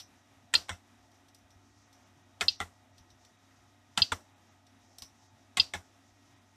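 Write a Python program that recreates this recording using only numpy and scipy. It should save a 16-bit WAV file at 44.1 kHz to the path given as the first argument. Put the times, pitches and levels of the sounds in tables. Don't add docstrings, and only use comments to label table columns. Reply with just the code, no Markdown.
import sys
import numpy as np
from scipy import signal
from scipy.fft import rfft, irfft, next_fast_len
from scipy.io import wavfile
from scipy.ndimage import uniform_filter1d

SR = 44100
rng = np.random.default_rng(int(sys.argv[2]) if len(sys.argv) > 2 else 0)


def attenuation_scalar(level_db):
    decades = np.asarray(level_db, float) / 20
    return 10 ** decades


def log_audio(samples):
    frames = np.atleast_2d(samples).T
    limited = np.clip(frames, -1, 1)
    pcm = np.round(limited * 32767).astype(np.int16)
    wavfile.write(sys.argv[1], SR, pcm)


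N = 289279
SPAN = 10000


def at_hz(points, hz):
    table = np.array(points)
    return np.interp(np.log(hz + 1), np.log(table[:, 0]), table[:, 1])


def octaves(hz):
    return np.log2((hz + 100) / 3000)


def coloured(x, points, tilt_db=0):
    size = 2 * len(x)
    hz = np.arange(size // 2 + 1) * SR / size
    level_db = at_hz(points, hz) + tilt_db * octaves(hz)
    cepstrum = irfft(level_db * np.log(10) / 20, size)
    cepstrum[1:size // 2] *= 2
    response = np.exp(rfft(cepstrum[:size // 2], size))
    return irfft(rfft(x, size) * response, size)[:len(x)]


def rms_one(x):
    return x / np.sqrt(np.mean(x ** 2) + 1e-20)


def peak_one(x):
    return x / (np.abs(x).max() + 1e-20)


def add(out, sound, start_s, level_db):
    i = round(start_s * SR)
    out[max(i, 0):i + SPAN] += attenuation_scalar(level_db) * peak_one(sound)[max(-i, 0):N - i]


def drift(rate_hz):
    r = np.exp(-80 * np.pi * rate_hz / SR)
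    noise = rng.standard_normal(N // 40 + 2002)
    slow = signal.lfilter([1], [1, -2 * r, r * r], noise)[2000:]
    return np.interp(np.arange(N) / 40, np.arange(len(slow)), rms_one(slow - slow.mean()))


# pitch_hz [Hz], level_db [dB per Hz]
AIR = [(70, -46), (125, -17.5), (275, -2.5), (300, -12.5), (360, -9.5), (450, -19.5), (700, -11),
       (1200, -14), (1950, -16), (3000, -19.5), (3800, -19.5), (4350, -26.5), (5760, -23), (14000, -36)]
# pitch_hz [Hz], width_hz [Hz], level_db [dB rms]
BOX = [(66, 23, -81), (108, 50, -78), (232, 20, -79.5), (328, 110, -81.5), (684, 230, -78.5),
       (860, 120, -82.5), (5800, 2700, -78), (1300, 250, -86.5), (1940, 196, -87.5), (3780, 59.7, -90)]
# pitch_hz [Hz], level_db [dB rms], wander_hz [Hz]
HUM = [(97.6, -69.5, 1.2), (274, -74.5, 8.6), (625.9, -86, 1), (717, -78.5, 4.6), (880, -83, 3.3),
       (1255, -82.5, 8.5), (1900, -83, 8), (2478, -89, 23)]
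# pitch_hz [Hz], level_db [dB rms]
WHINE = [(3262, -95.5), (3456, -95), (3784, -95), (5663, -96)]


def fan():
    size = next_fast_len(N)
    hz = np.arange(size // 2 + 1) * SR / size
    white = rfft(rng.standard_normal((3, size)))
    air = rms_one(irfft(white[2] * attenuation_scalar(at_hz(AIR, hz)), size)[:N])
    out = attenuation_scalar(-68 + 1.2 * drift(3.8)) * air
    for k, (centre_hz, width_hz, level_db) in enumerate(BOX):
        shape = 1 / (1 + ((hz - centre_hz) / (width_hz / 2)) ** 2)
        resonance = rms_one(irfft(white[k % 2] * shape, size)[:N])
        out += attenuation_scalar(level_db + 3.4 * drift(4.9)) * resonance
    for pitch_hz, level_db, wander_hz in HUM + [(*row, 12.0) for row in WHINE]:
        phase = 2 * np.pi * np.cumsum(pitch_hz + wander_hz * drift(3.6)) / SR
        out += np.sqrt(2) * attenuation_scalar(level_db + 1.1 * drift(2.5)) * np.sin(phase)
    return out


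def rattle(t60_s, hold_s, uneven_db):
    t = np.arange(SPAN) / SR
    decay_db = -60 * np.maximum(t - hold_s, 0) / t60_s - 260 * np.minimum(t, hold_s)
    swell = np.minimum(t / 0.0013, 1) * attenuation_scalar(decay_db)
    return swell * rng.standard_normal(SPAN) * attenuation_scalar(uneven_db * rng.exponential(1, SPAN))


def struck(force, modes, tilt_db, spread_db, signs=None):
    out = 0
    draws = rng.standard_normal((len(modes), 2))
    if signs:
        draws[:, 1] = signs
    for (hz, level_db, t60_s), (luck, sign) in zip(modes, draws):
        r, w = attenuation_scalar(-60 / (t60_s * SR)), 2 * np.pi * hz / SR
        gain = np.sign(sign) * attenuation_scalar(level_db + tilt_db * np.log2(hz / 3000) + spread_db * luck)
        out = out + signal.lfilter([0, gain * np.sin(w)], [1, -2 * r * np.cos(w), r * r], force + 1e-18)
    return peak_one(out)


# pitch_hz [Hz], level_db [dB], t60_s [s]
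BOARD = [(200.6, -12, 0.079), (270, -18, 0.051), (450, -14, .05), (708, -6.5, .04), (839, 0.5, 0.022),
         (1097, -11, 0.07), (1356, -2.5, .04), (1390, -5, .05), (1648, -7.5, .04), (1797, -1.5, 0.029),
         (2005, 1.5, 0.023), (2210, -6.5, 0.02), (2610, -10.5, .03), (2560, -8, 0.022)]


def board(force, tilt_db, spread_db):
    return struck(force, BOARD, tilt_db, spread_db)


# pitch_hz [Hz], level_db [dB per Hz]
SPRING = [(4900, -26), (5250, -7), (5500, -7.5), (5800, -4.5), (6050, -6.5), (6400, -29.5)]


def spring(t60_s=0.17):
    return peak_one(coloured(rattle(t60_s, 0, uneven_db=0.7), SPRING))


# pitch_hz [Hz], t60_s [s]
ROOM_T60 = [(200, 0.4), (1000, 0.26), (3000, 0.2), (5500, 0.21), (8000, 0.27), (12500, .22)]


def echo(colour, tilt_db):
    t = np.arange(SPAN) / SR
    edges = 150 * 2 ** np.arange(0, 7.1, .5)
    low_hz, high_hz = edges[:-1], edges[1:]
    hz = np.arange(SPAN // 2 + 1) * SR / SPAN
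    noise = rfft(rng.standard_normal(SPAN)) * attenuation_scalar(at_hz(colour, hz) + tilt_db * octaves(hz))
    inside = (hz >= edges[:-1, None]) & (hz < edges[1:, None])
    bands = irfft(noise * inside, SPAN)
    t60_s = at_hz(ROOM_T60, np.sqrt(low_hz * high_hz))
    tail = np.sum(bands * attenuation_scalar(-60 * t / t60_s[:, None]), axis=0)
    return np.minimum(t / 0.012, 1) * tail / np.std(bands.sum(axis=0))


# start_s [s], level_db [dB peak], tilt_db [dB per octave]
TICKS = [(-0.004, -29.5, -6.5), (1.1147, -56.5, -0.5), (1.1424, -52.5, 10), (1.283, -52.5, -2),
         (1.3456, -45, 2), (1.3844, -56, 7), (1.5037, -53, -2), (1.9276, -51.5, -1.5), (2.9802, -46.5, -4),
         (3.1026, -49.5, -14), (3.248, -48.5, -4), (4.666, -50.5, -6.5), (4.9835, -32.5, 2.5),
         (5.0205, -26.5, 0.5), (4.205, -56, 1)]
# pitch_hz [Hz], level_db [dB per Hz]
TICK = [(300, -70), (1200, -37), (2200, -8.5), (3000, 6), (3700, 10), (4800, 11), (5800, 4.5), (6600, 1),
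        (8000, 5.5), (10000, -1.5), (13900, -6.5)]


def detents():
    out, t = np.zeros(N), np.arange(SPAN) / SR
    for start_s, level_db, tilt_db in TICKS:
        spring_db = -6 - 0.22 * tilt_db - 0.2 * (level_db + 51)
        tilt_db = np.clip(tilt_db - 0.06 * (level_db + 22), -7, 8)
        rise_s = 0.0026 * attenuation_scalar(-0.2 * (level_db + 43))
        force = rattle(0.073, 0.0009, uneven_db=3.0) * (attenuation_scalar(-9) + attenuation_scalar(-60 * t / 0.017))
        force = force * np.minimum(t / rise_s, 1)
        snap = peak_one(coloured(force, TICK, tilt_db)) + attenuation_scalar(-20.5) * board(force, -2.2, spread_db=8.0)
        tail = attenuation_scalar(-28.0) * echo(TICK, tilt_db) + attenuation_scalar(spring_db) * spring()
        add(out, snap + tail, start_s - .0005, level_db)
    return out


# pitch_hz [Hz], level_db [dB per Hz]
WALLS = [(200, -17.5), (300, -5.5), (450, -11), (700, -4), (1400, -6.5), (2300, -10.5), (3700, -11.5),
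         (4600, -15), (5800, -12.5), (8000, -15.5), (10000, -21.5), (14000, -23.5)]


def dome(rows, colour, tilt_db, hold_s, board_db, echo_db):
    out, t = np.zeros(N), np.arange(SPAN) / SR
    push_band = signal.butter(2, 749, fs=SR, output="sos")
    radiated = signal.butter(2, 130, "high", fs=SR, output="sos")
    for start_s, level_db, t60_s, spring_db, push_db in rows:
        force = rattle(t60_s, hold_s, uneven_db=2.5)
        knock = attenuation_scalar(board_db) * board(force, tilt_db, spread_db=3.0)
        knock = knock + (attenuation_scalar(push_db) - 1) * signal.sosfilt(push_band, knock)
        knock = signal.sosfilt(radiated, knock)
        sharp = force * (attenuation_scalar(-5) + attenuation_scalar(-60 * t / 0.022))
        crack = peak_one(coloured(sharp, colour, tilt_db))
        tail = attenuation_scalar(echo_db) * echo(WALLS, 0.31 * tilt_db) + attenuation_scalar(spring_db) * spring()
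        add(out, peak_one(knock + crack) + tail, start_s + 0.00088, level_db)
    return out


# pitch_hz [Hz], level_db [dB per Hz]
CRACK_BACK = [(200, -23), (700, -5.5), (1400, 1.5), (2100, -2.5), (2700, -12), (3500, -3), (4600, -20),
              (5700, -19), (8000, -12.5), (10000, -26), (13900, -37.5)]
# start_s [s], level_db [dB peak], t60_s [s], spring_db [dB]
CREAKS = [
    (0.529, -45.5, 0.044, -18),
    (0.683, -40, 0.057, -20),
    (0.713, -34.5, 0.15, -25),
    (2.401, -50, 0.048, -15),
    (3.968, -44, .05, -14.5),
    (5.565, -49.5, .05, -16),
    (2.596, -48.5, .05, -20),
]


def creaks():
    rows = [(*row, -3.0) for row in CREAKS]
    return dome(rows, CRACK_BACK, tilt_db=2.5, hold_s=.008, board_db=-7, echo_db=-24)


# start_s [s], level_db [dB peak], t60_s [s], push_db [dB]
SNAPS = [
    (0.537, -8, 0.06, 2),
    (2.408, -9.5, 0.073, -15.5),
    (3.974, -8.5, 0.079, 9),
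    (5.569, -10, 0.09, -1.5),
]
# pitch_hz [Hz], level_db [dB per Hz]
CRACK = [(200, -34.5), (500, -13), (1400, -6.5), (2200, -3), (3500, 2), (4200, -6.5), (4800, -3),
         (5400, -20), (7600, -6.5), (9000, -15.5), (13900, -35.5)]


def presses():
    rows = [(start_s, level_db, t60_s, -21.5, push_db) for start_s, level_db, t60_s, push_db in SNAPS]
    return dome(rows, CRACK, tilt_db=1.5, hold_s=0.0059, board_db=-7, echo_db=-24)


# start_s [s], level_db [dB peak], swell_s [s]
THUDS = [(0.546, -46.5, 0.026), (0.699, -39, 0.0214), (1.549, -56, 0.017), (2.418, -43, 0.021),
         (2.491, -54, 0.021), (2.598, -41.5, 0.026), (2.999, -52, 0.01), (4.009, -33.5, 0.01),
         (4.113, -35, 0.019), (5.016, -50, 0.012), (5.586, -42, 0.02), (5.737, -41, 0.026)]


def frame():
    out, t = np.zeros(N), np.arange(SPAN) / SR
    mode_gains = attenuation_scalar(np.array([0, -11, -13]))
    for (start_s, level_db, swell_s), turns in zip(THUDS, rng.random((len(THUDS), 3))):
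        pitch_hz = 85 + 0.48 * (level_db + 44.5)
        modes = np.sin(2 * np.pi * (np.outer([1, 2.1, .55], pitch_hz * t) + turns[:, None]))
        swell = (t / swell_s * np.exp(-t / swell_s)) ** 2
        add(out, mode_gains @ modes * swell, start_s, level_db)
    return out


# start_s [s], level_db [dB peak], low_db [dB per octave towards the low modes]
KICKS = [
    (0.5524, -5.5, 2),
    (2.4829, -5.5, 0),
    (4.0196, -5, -1),
    (5.5983, -5, 5),
]
# pitch_hz [Hz], level_db [dB], t60_s [s]
DISC = [(2677, -6.5, 0.056), (2820, -10, 0.034), (3130, -6, 0.029), (3290, -10, 0.07), (3590, -3, 0.035),
        (4110, -12, 0.053), (4190, 2, 0.058), (4570, -7, 0.048), (4650, -11.5, 0.16), (4780, -8, .045),
        (4940, 3, 0.04), (5170, -9, 0.02)]
DISC_SIGNS = [1, -1, 1, -1, -1, -1, 1, 1, -1, 1, -1, 1]
# pitch_hz [Hz], level_db [dB], t60_s [s]
RIM = [(9600, -6, .03), (10000, -6, .03), (13300, -3, .02), (13550, -3, .025)]
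# pitch_hz [Hz], level_db [dB per Hz]
DISC_ECHO = [(1060, -50), (1800, -22.5), (2170, -18.5), (2730, -4.5), (3370, -5.5), (4150, 0), (4910, -1),
             (5430, -7), (9000, -27), (11700, -56.5), (19800, -120)]


def sounder():
    out, t = np.zeros(N), np.arange(SPAN) / SR
    cavity = signal.cheby2(5, 32, [2400, 5520], "band", fs=SR, output="sos")
    damping = attenuation_scalar(-10 * np.clip((t - .014) / 0.0051, 0, 1))
    for start_s, level_db, low_db in KICKS:
        pull = (t == 0) + 0.055 * peak_one(rattle(.004, 0.00029, uneven_db=0.5))
        force = pull - 0.32 * np.roll(pull, round(.0031 * SR))
        disc = struck(force, DISC, -low_db, spread_db=1.77, signs=DISC_SIGNS)
        ring = peak_one(signal.sosfilt(cavity, disc) * damping)
        rim = attenuation_scalar(-35.5) * struck(force, RIM, 0, spread_db=5.5)
        tail = attenuation_scalar(-28.5) * echo(DISC_ECHO, 0) + attenuation_scalar(-34) * spring(0.33)
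        add(out, ring + rim + tail, start_s - .0008, level_db)
    return out


# start_s [s], level_db [dB peak], t60_s [s], spring_db [dB], push_db [dB]
RELEASES = [
    (0.691, -24.5, 0.052, -15.5, 0.5),
    (2.601, -18, 0.084, -43, -2.5),
    (4.118, -16, 0.026, -18, 3),
    (5.735, -19.5, 0.089, -21.5, -2),
]


def releases():
    return dome(RELEASES, CRACK_BACK, tilt_db=-0.22, hold_s=.015, board_db=-8.5, echo_db=-25.5)


def scene():
    switch = attenuation_scalar(-4.5) * presses() + releases() + creaks()
    return (switch + attenuation_scalar(-2.0) * sounder() + attenuation_scalar(-2.0) * detents() + frame() + fan())[None]


# start_s [s, centre], share [part of the partials weakened, 0-1]
THINNED = [(.053, 0.7), (.712, .8), (1.845, 0.5), (2.05, .72), (2.24, 0.6), (2.535, 0.6), (2.575, 0.8),
           (2.93, .6), (3.378, .65), (4.095, .45), (4.35, .72), (4.5, .68), (5.29, .7), (6.355, .7),
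           (6.4, .68)]


def thin_treble(x):
    out, size = x.copy(), 2048
    hz = np.arange(size // 2 + 1) * SR / size
    treble = (hz > 2200) & (hz < 14200)
    for start_s, share in THINNED:
        i = round(start_s * SR) - size // 2
        spectrum = rfft(out[i:i + size] * np.hanning(size))
        power = uniform_filter1d(np.abs(spectrum) ** 2, size=5) * hz ** .9
        weak = treble & (power < np.quantile(power[treble], np.clip(share, 0, 1)))
        out[i:i + size] -= (1 - attenuation_scalar(-7)) * irfft(spectrum * weak, size)
    return out


def band_limit(x):
    return signal.sosfilt(signal.butter(12, 15450, fs=SR, output="sos"), x)


def record(dry):
    top = signal.ellip(8, .5, 70, 14250, fs=SR, output="sos")
    mix = thin_treble(signal.sosfilt(top, dry[0]))[None]
    return band_limit(mix)


dry = scene()
out = record(dry)
log_audio(out)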